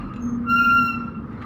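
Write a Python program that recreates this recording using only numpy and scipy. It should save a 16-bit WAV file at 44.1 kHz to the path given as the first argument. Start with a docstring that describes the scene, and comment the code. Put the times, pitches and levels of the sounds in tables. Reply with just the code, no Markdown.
"""Horn of a passing truck

A loaded tipper truck rolls past on an open road: broadband engine and tyre noise, and a low drone that
swells around the horn. The chassis rattles lightly in damped metal modes and squeaks once. Then a high
horn sounds one blast, a harmonic series over hissing air, its pitch sagging as it dies away.
The horn's overtones, the squeak and the rattles reverberate in the street."""
import sys
import numpy as np
from scipy import signal
from scipy.fft import rfft, irfft, next_fast_len
from scipy.io import wavfile
from scipy.ndimage import uniform_filter1d, map_coordinates

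SR = 44100
rng = np.random.default_rng(int(sys.argv[2]) if len(sys.argv) > 2 else 0)


def wav_record(signal):
    """Record a signal, one row per channel, as 16-bit PCM in the file named by sys.argv[1]."""
    frames = np.transpose(np.atleast_2d(signal))
    bounded = np.clip(frames, -1, 1)
    # unit amplitude maps onto the largest positive 16-bit level
    quanta = np.round(bounded * 32767).astype(np.int16)
    wavfile.write(sys.argv[1], SR, quanta)


N = 63945


def amp(db):
    """Amplitude ratio of a level in decibels."""
    return 10 ** (np.asarray(db) / 20)


def unit(x):
    """Normalisation to rms 1."""
    return x / np.sqrt(np.mean(np.abs(x) ** 2) + 1e-20)


def clock():
    """Sample times in seconds."""
    return np.arange(N) / SR


def curve(rows):
    """Linear interpolation of (t, value) rows at every sample."""
    return np.interp(clock(), *np.transpose(rows))


def gate(start, end, edge):
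    """Trapezoidal window: one from start to end, with ramps of edge seconds outside."""
    t = clock()
    return np.clip((t - start) / edge + 1, 0, 1) * np.clip((end - t) / edge + 1, 0, 1)


def wobble(rate):
    """Smooth random modulation: a spline through rate knots a second."""
    return map_coordinates(rng.standard_normal(4096), [clock() * rate + 2], mode="wrap")


def filtered(x, response):
    """Linear filtering: the spectrum of x times a frequency response."""
    size = next_fast_len(N + SR // 2)
    return irfft(rfft(x, size) * response(np.fft.rfftfreq(size, 1 / SR)), size)[:N]


def noise(spectrum):
    """Spectral shaping of white noise by (f, level) rows, at rms 1."""
    f, db = np.transpose(spectrum)
    white = rng.standard_normal(N)
    return unit(filtered(white, lambda hz: amp(np.interp(np.log(hz + 1), np.log(f), db))))


def patchy(x, depth_db=2):
    """Random modulation in time and frequency: drifting patches of higher and lower level."""
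    spectra = signal.stft(x, nperseg=512)[2]
    field = uniform_filter1d(rng.standard_normal(spectra.shape), size=3, axis=0)
    field = uniform_filter1d(field, size=10, axis=1)
    return signal.istft(spectra * unit(amp(depth_db * unit(field))), nperseg=512)[1][:N]


def phase_of(hz):
    """Phase in radians as the time integral of frequency."""
    return 2 * np.pi * np.cumsum(hz) / SR


def tone(phase, flutter, rate):
    """Interference of a partial with randomly scattered copies makes it flutter; rms 1."""
    scatter = flutter * (wobble(rate) + 1j * wobble(rate))
    return unit(np.real((1 + scatter) * np.exp(1j * phase)) / np.sqrt(1 + 2 * flutter ** 2))


def street_echo(x, bass_t60_s=0.57):
    """Reverberation: diffuse reflections from walls and vehicles decay, the treble first."""
    hz, t, spectra = signal.stft(rng.standard_normal(SR), SR, nperseg=256)
    t60 = bass_t60_s / (1 + (hz / 7000) ** 2)
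    tail = signal.istft(spectra * amp(-60 * t / t60[:, None]), SR, nperseg=256)[1]
    return signal.fftconvolve(x, tail / np.linalg.norm(tail))[:N]


# Spectra of the tyre roar and of its gritty treble: f/Hz, relative level/dB
ROAR_SPECTRUM = [(260, -35), (450, -6.5), (712, -8), (889, -4.5), (1160, -1), (1250, 2.5), (1430, -7.5),
                 (1860, -15.5), (2040, -20.5), (2260, -22.5), (3000, -30), (4030, -36.5), (4740, -37),
                 (6660, -48.5), (15500, -53.5)]
GRIT_SPECTRUM = [(900, -24.5), (1300, 2), (2000, 7.5), (3000, -9.5), (4200, -15.5), (6500, -28.5),
                 (15000, -46)]
# Envelopes of the roar with the tread's sing, and of the grit: t/s, relative level/dB
ROAR_ENVELOPE = [(0.0, -47), (0.44, -48), (1.086, -46.5), (1.126, -53), (1.34, -47), (1.356, -48.5),
                 (1.432, -44.5), (1.45, -46.5)]
GRIT_ENVELOPE = [(0, -48.5), (.08, -56), (.25, -67.5), (.45, -65), (.62, -60.5), (1, -56.5), (1.24, -68.5),
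                 (1.34, -53.5), (1.4, -56), (1.425, -42), (1.45, -53)]


def tyres(tread_hz=1238, half_width_hz=64):
    """Rolling noise: a broadband roar, a narrow band where the tread sings, and flickering grit."""
    white = rng.standard_normal(N)
    sing = unit(filtered(white, lambda hz: 1 / (1 + ((hz - tread_hz) / half_width_hz) ** 2)))
    roar = amp(curve(ROAR_ENVELOPE)) * (amp(2.5) * noise(ROAR_SPECTRUM) + amp(-1.5) * sing)
    grit = amp(curve(GRIT_ENVELOPE) + 1.2 * wobble(60)) * noise(GRIT_SPECTRUM)
    return patchy(roar + grit)


# Low drone of the engine: t/s, f/Hz, level/dB
DRONE_TRACK = [(.1, 225.7, -49), (.19, 239.7, -29), (.31, 237.9, -23), (.38, 237.8, -27.5),
               (.54, 240.2, -28), (.68, 238.7, -27.5), (.77, 245.1, -31), (.81, 244, -22),
               (.85, 236.9, -34.5), (1, 235, -29.5), (1.11, 233.5, -42.5), (1.2, 224.3, -37.5)]
# Spectrum of the engine rumble: f/Hz, relative level/dB
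RUMBLE_SPECTRUM = [(22, -34), (32, -23.5), (41, -9), (53, -10), (75, 2), (110, 2), (170, 1), (215, 4),
                   (280, -2), (360, -11), (500, -13), (700, -40.5), (1500, -72.5)]
# Envelope of the firing tone: t/s, relative level/dB
FIRING_ENVELOPE = [(0, -38), (.3, -48), (.68, -42.5), (.8, -44.5), (.88, -54), (1.45, -50)]


def engine(firing_hz=42.05, recede_s=0.99, recede_db_per_s=4):
    """Periodic firing gives a deep tone under a wavering drone; the rumble falls as the truck recedes."""
    t = clock()
    times, drone_hz, drone_db = np.transpose(DRONE_TRACK)
    phase = phase_of(np.interp(t, times, drone_hz))
    drone = tone(phase, flutter=0.23, rate=54) + amp(-27) * tone(2 * phase, flutter=0.24, rate=26)
    drone *= amp(np.interp(t, times, drone_db)) * gate(0.212, 1.36, edge=0.084)
    rumble = amp(-33 - recede_db_per_s * np.maximum(t - recede_s, 0)) * noise(RUMBLE_SPECTRUM)
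    firing = amp(curve(FIRING_ENVELOPE) - 2.5) * tone(2 * np.pi * firing_hz * t, flutter=0.35, rate=17)
    return drone + firing + rumble


# Whines of the running gear: start t/s, end t/s, f/Hz, level/dB
GEAR_WHINES = [(0, .2, 2733, -58.5), (0, .08, 4150, -67.5), (.2, .27, 2580, -65), (1.385, 1.45, 4114, -65),
               (1.421, 1.453, 1203, -38.5)]


def running_gear():
    """Deep random modulation spreads faint metallic whines into narrow bands of noise."""
    return sum(amp(db) * gate(start, end, edge=0.02) * tone(2 * np.pi * hz * clock(), flutter=4.5, rate=220)
               for start, end, hz, db in GEAR_WHINES)


# Taps of the chassis: t/s, relative level/dB
TAPS = [(.137, -54.5), (.160, -52.5), (.166, -58), (.195, -63.5), (1.325, -65), (1.42, -59)]
# Modes of the loose metal: f/Hz, relative level/dB, T60/s
METAL_MODES = [(2060, -2.5, .06), (2580, 6, .06), (3456, -7.5, .05), (3989, -4.5, 0.11), (7000, -12, .07),
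               (9450, -27.5, .05)]
# Spectrum of a tap's crack: f/Hz, relative level/dB
CRACK_SPECTRUM = [(1000, -10), (3200, -1), (4500, -11.5), (6000, -15.5), (15000, -36.5)]


def chassis_rattles(crack_t60_s=0.03, rise_s=0.00033):
    """Impact excitation: each tap gives a short crack and exponentially damped modes of loose metal."""
    out = np.zeros(N)
    for onset, db in TAPS:
        age = np.maximum(clock() - onset, 0)
        ring = sum(amp(level - 60 * age / t60) * np.sin(2 * np.pi * hz * age + rng.uniform(0, 2 * np.pi))
                   for hz, level, t60 in METAL_MODES)
        crack = amp(5.5 - 60 * age / crack_t60_s) * noise(CRACK_SPECTRUM)
        out += amp(db) * (1 - np.exp(-age / rise_s)) * (ring + crack)
    return out


def chassis_squeak(peak_s=0.226, hz=6430, sag_hz_per_s=520, rise_db_per_s=1001, fade_db_per_s=105.5):
    """Exponential growth and decay of a thin, fluttering metal tone that sags a little in pitch."""
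    age = clock() - peak_s
    phase = phase_of(hz - sag_hz_per_s * age)
    ring = tone(phase, flutter=0.4, rate=130) + amp(-24.5) * tone(2 * phase, flutter=0.5, rate=200)
    level_db = -47.5 + np.minimum(rise_db_per_s * age, -fade_db_per_s * age)
    return amp(level_db) * ring * gate(0, peak_s + 0.125, edge=0.036)


# Envelope of the horn's air hiss: t/s, level/dB
HISS_ENVELOPE = [(.46, -87), (.51, -66.5), (.58, -61), (.65, -51), (.77, -67.5), (.9, -71), (1.02, -98)]
# Spectrum of the hiss: f/Hz, relative level/dB
HISS_SPECTRUM = [(1000, -25.5), (2500, 0), (3200, -3.5), (4200, -2.5), (4900, -5), (5800, 0), (8500, -18),
                 (12000, -8), (14200, -1.5), (15200, 7.5), (15800, -12.5)]
# Weak side tones of the horn: start t/s, end t/s, start f/Hz, end f/Hz, level/dB
INHARMONIC_TONES = [(.57, .72, 1640, 1598, -55), (.6, .715, 2532, 2500, -44), (.59, .72, 3925, 3905, -68),
                    (.59, .65, 4415, 4405, -64), (.59, .69, 5825, 5795, -63)]


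def horn_air():
    """Flow noise of escaping air; at the height of the blast the engine drone modulates the horn into faint
    side tones."""
    out = amp(curve(HISS_ENVELOPE)) * patchy(noise(HISS_SPECTRUM)) * gate(0.39, 1.1, edge=0.03)
    for start, end, start_hz, end_hz, db in INHARMONIC_TONES:
        phase = phase_of(np.interp(clock(), [start, end], [start_hz, end_hz]))
        out += amp(db) * gate(start, end, edge=0.04) * tone(phase, flutter=0.61, rate=64)
    return out


# Fundamental frequency of the horn: t/s, f/Hz
HORN_PITCH = [(0.48, 1372), (0.616, 1387), (0.832, 1376), (0.952, 1357), (1.04, 1363)]
# Envelopes of the fundamental and of its octave: t/s, level/dB
FUNDAMENTAL_ENVELOPE = [(0.43, -59), (0.476, -28.5), (0.5, -21), (0.546, -14.5), (0.576, -21), (0.61, -14),
                        (0.64, -22), (0.662, -16), (0.776, -15), (0.976, -32.5), (1.038, -31.5),
                        (1.06, -54), (1.084, -35), (1.116, -45), (1.174, -43), (1.206, -56), (1.22, -52)]
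OCTAVE_ENVELOPE = [(0.45, -90.5), (0.468, -48), (0.514, -28), (0.546, -43.5), (0.57, -23), (0.584, -22),
                   (0.624, -39), (0.654, -21), (0.678, -50), (0.706, -26), (0.738, -37), (0.79, -24.5),
                   (0.854, -36.5), (0.89, -28.5), (0.946, -33.5), (0.976, -42), (1.138, -60), (1.156, -53),
                   (1.22, -68)]
# Brassy overtones at full blast: harmonic number, level/dB
UPPER_HARMONICS = [(3, -49), (4, -51), (5, -63.5), (6, -70.5), (7, -67.5), (8, -70), (9, -75), (10, -71),
                   (11, -51.5)]


def horn(jitter_hz=4.5, onset_s=0.473, attack_s=0.029, release_s=0.87):
    """Harmonic series in two parts: the lowest two partials, and overtones that fade faster with order."""
    t = clock()
    phase = phase_of(curve(HORN_PITCH) + jitter_hz * wobble(150))
    envelopes = [curve(FUNDAMENTAL_ENVELOPE), curve(OCTAVE_ENVELOPE)]
    fundamental_db, octave_db = uniform_filter1d(envelopes, round(0.012 * SR))
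    fading_s = np.maximum(t - release_s, 0)
    diffuse = 0.72 * np.clip(fading_s / 0.12, 0, 1)  # the dying tone flutters more
    fundamental = amp(fundamental_db) * tone(phase, flutter=amp(-29) + diffuse, rate=70)
    octave = amp(octave_db) * tone(2 * phase, flutter=0.24 + diffuse, rate=110)
    core = (fundamental + octave) * gate(0.45, 1.23, edge=0.04)
    brass = np.zeros(N)
    for k, db in UPPER_HARMONICS:
        fade_db_per_s = 75 + 15 * k
        brass += amp(db - fade_db_per_s * fading_s) * tone(k * phase, flutter=0.7, rate=45 + 24 * k)
    attack = np.clip((t - onset_s) / attack_s, 0, 1) ** 2
    return core, attack * brass


def scene():
    """Superposition of the horn, the passing truck and the echo of the bright sounds."""
    core, brass = horn()
    squeak, rattles = chassis_squeak(), chassis_rattles()
    echo = amp(-9.5) * street_echo(brass + amp(-10.5) * squeak + amp(-3.5) * rattles)
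    return (core + brass + horn_air() + squeak + rattles + running_gear() + echo + engine() + tyres())[None]


def record(dry, cutoff_hz=15700):
    """Band limiting: the microphone acts as an ideal low-pass filter."""
    return filtered(dry[0], lambda hz: hz < cutoff_hz)[None]


dry = scene()
out = record(dry)
wav_record(out)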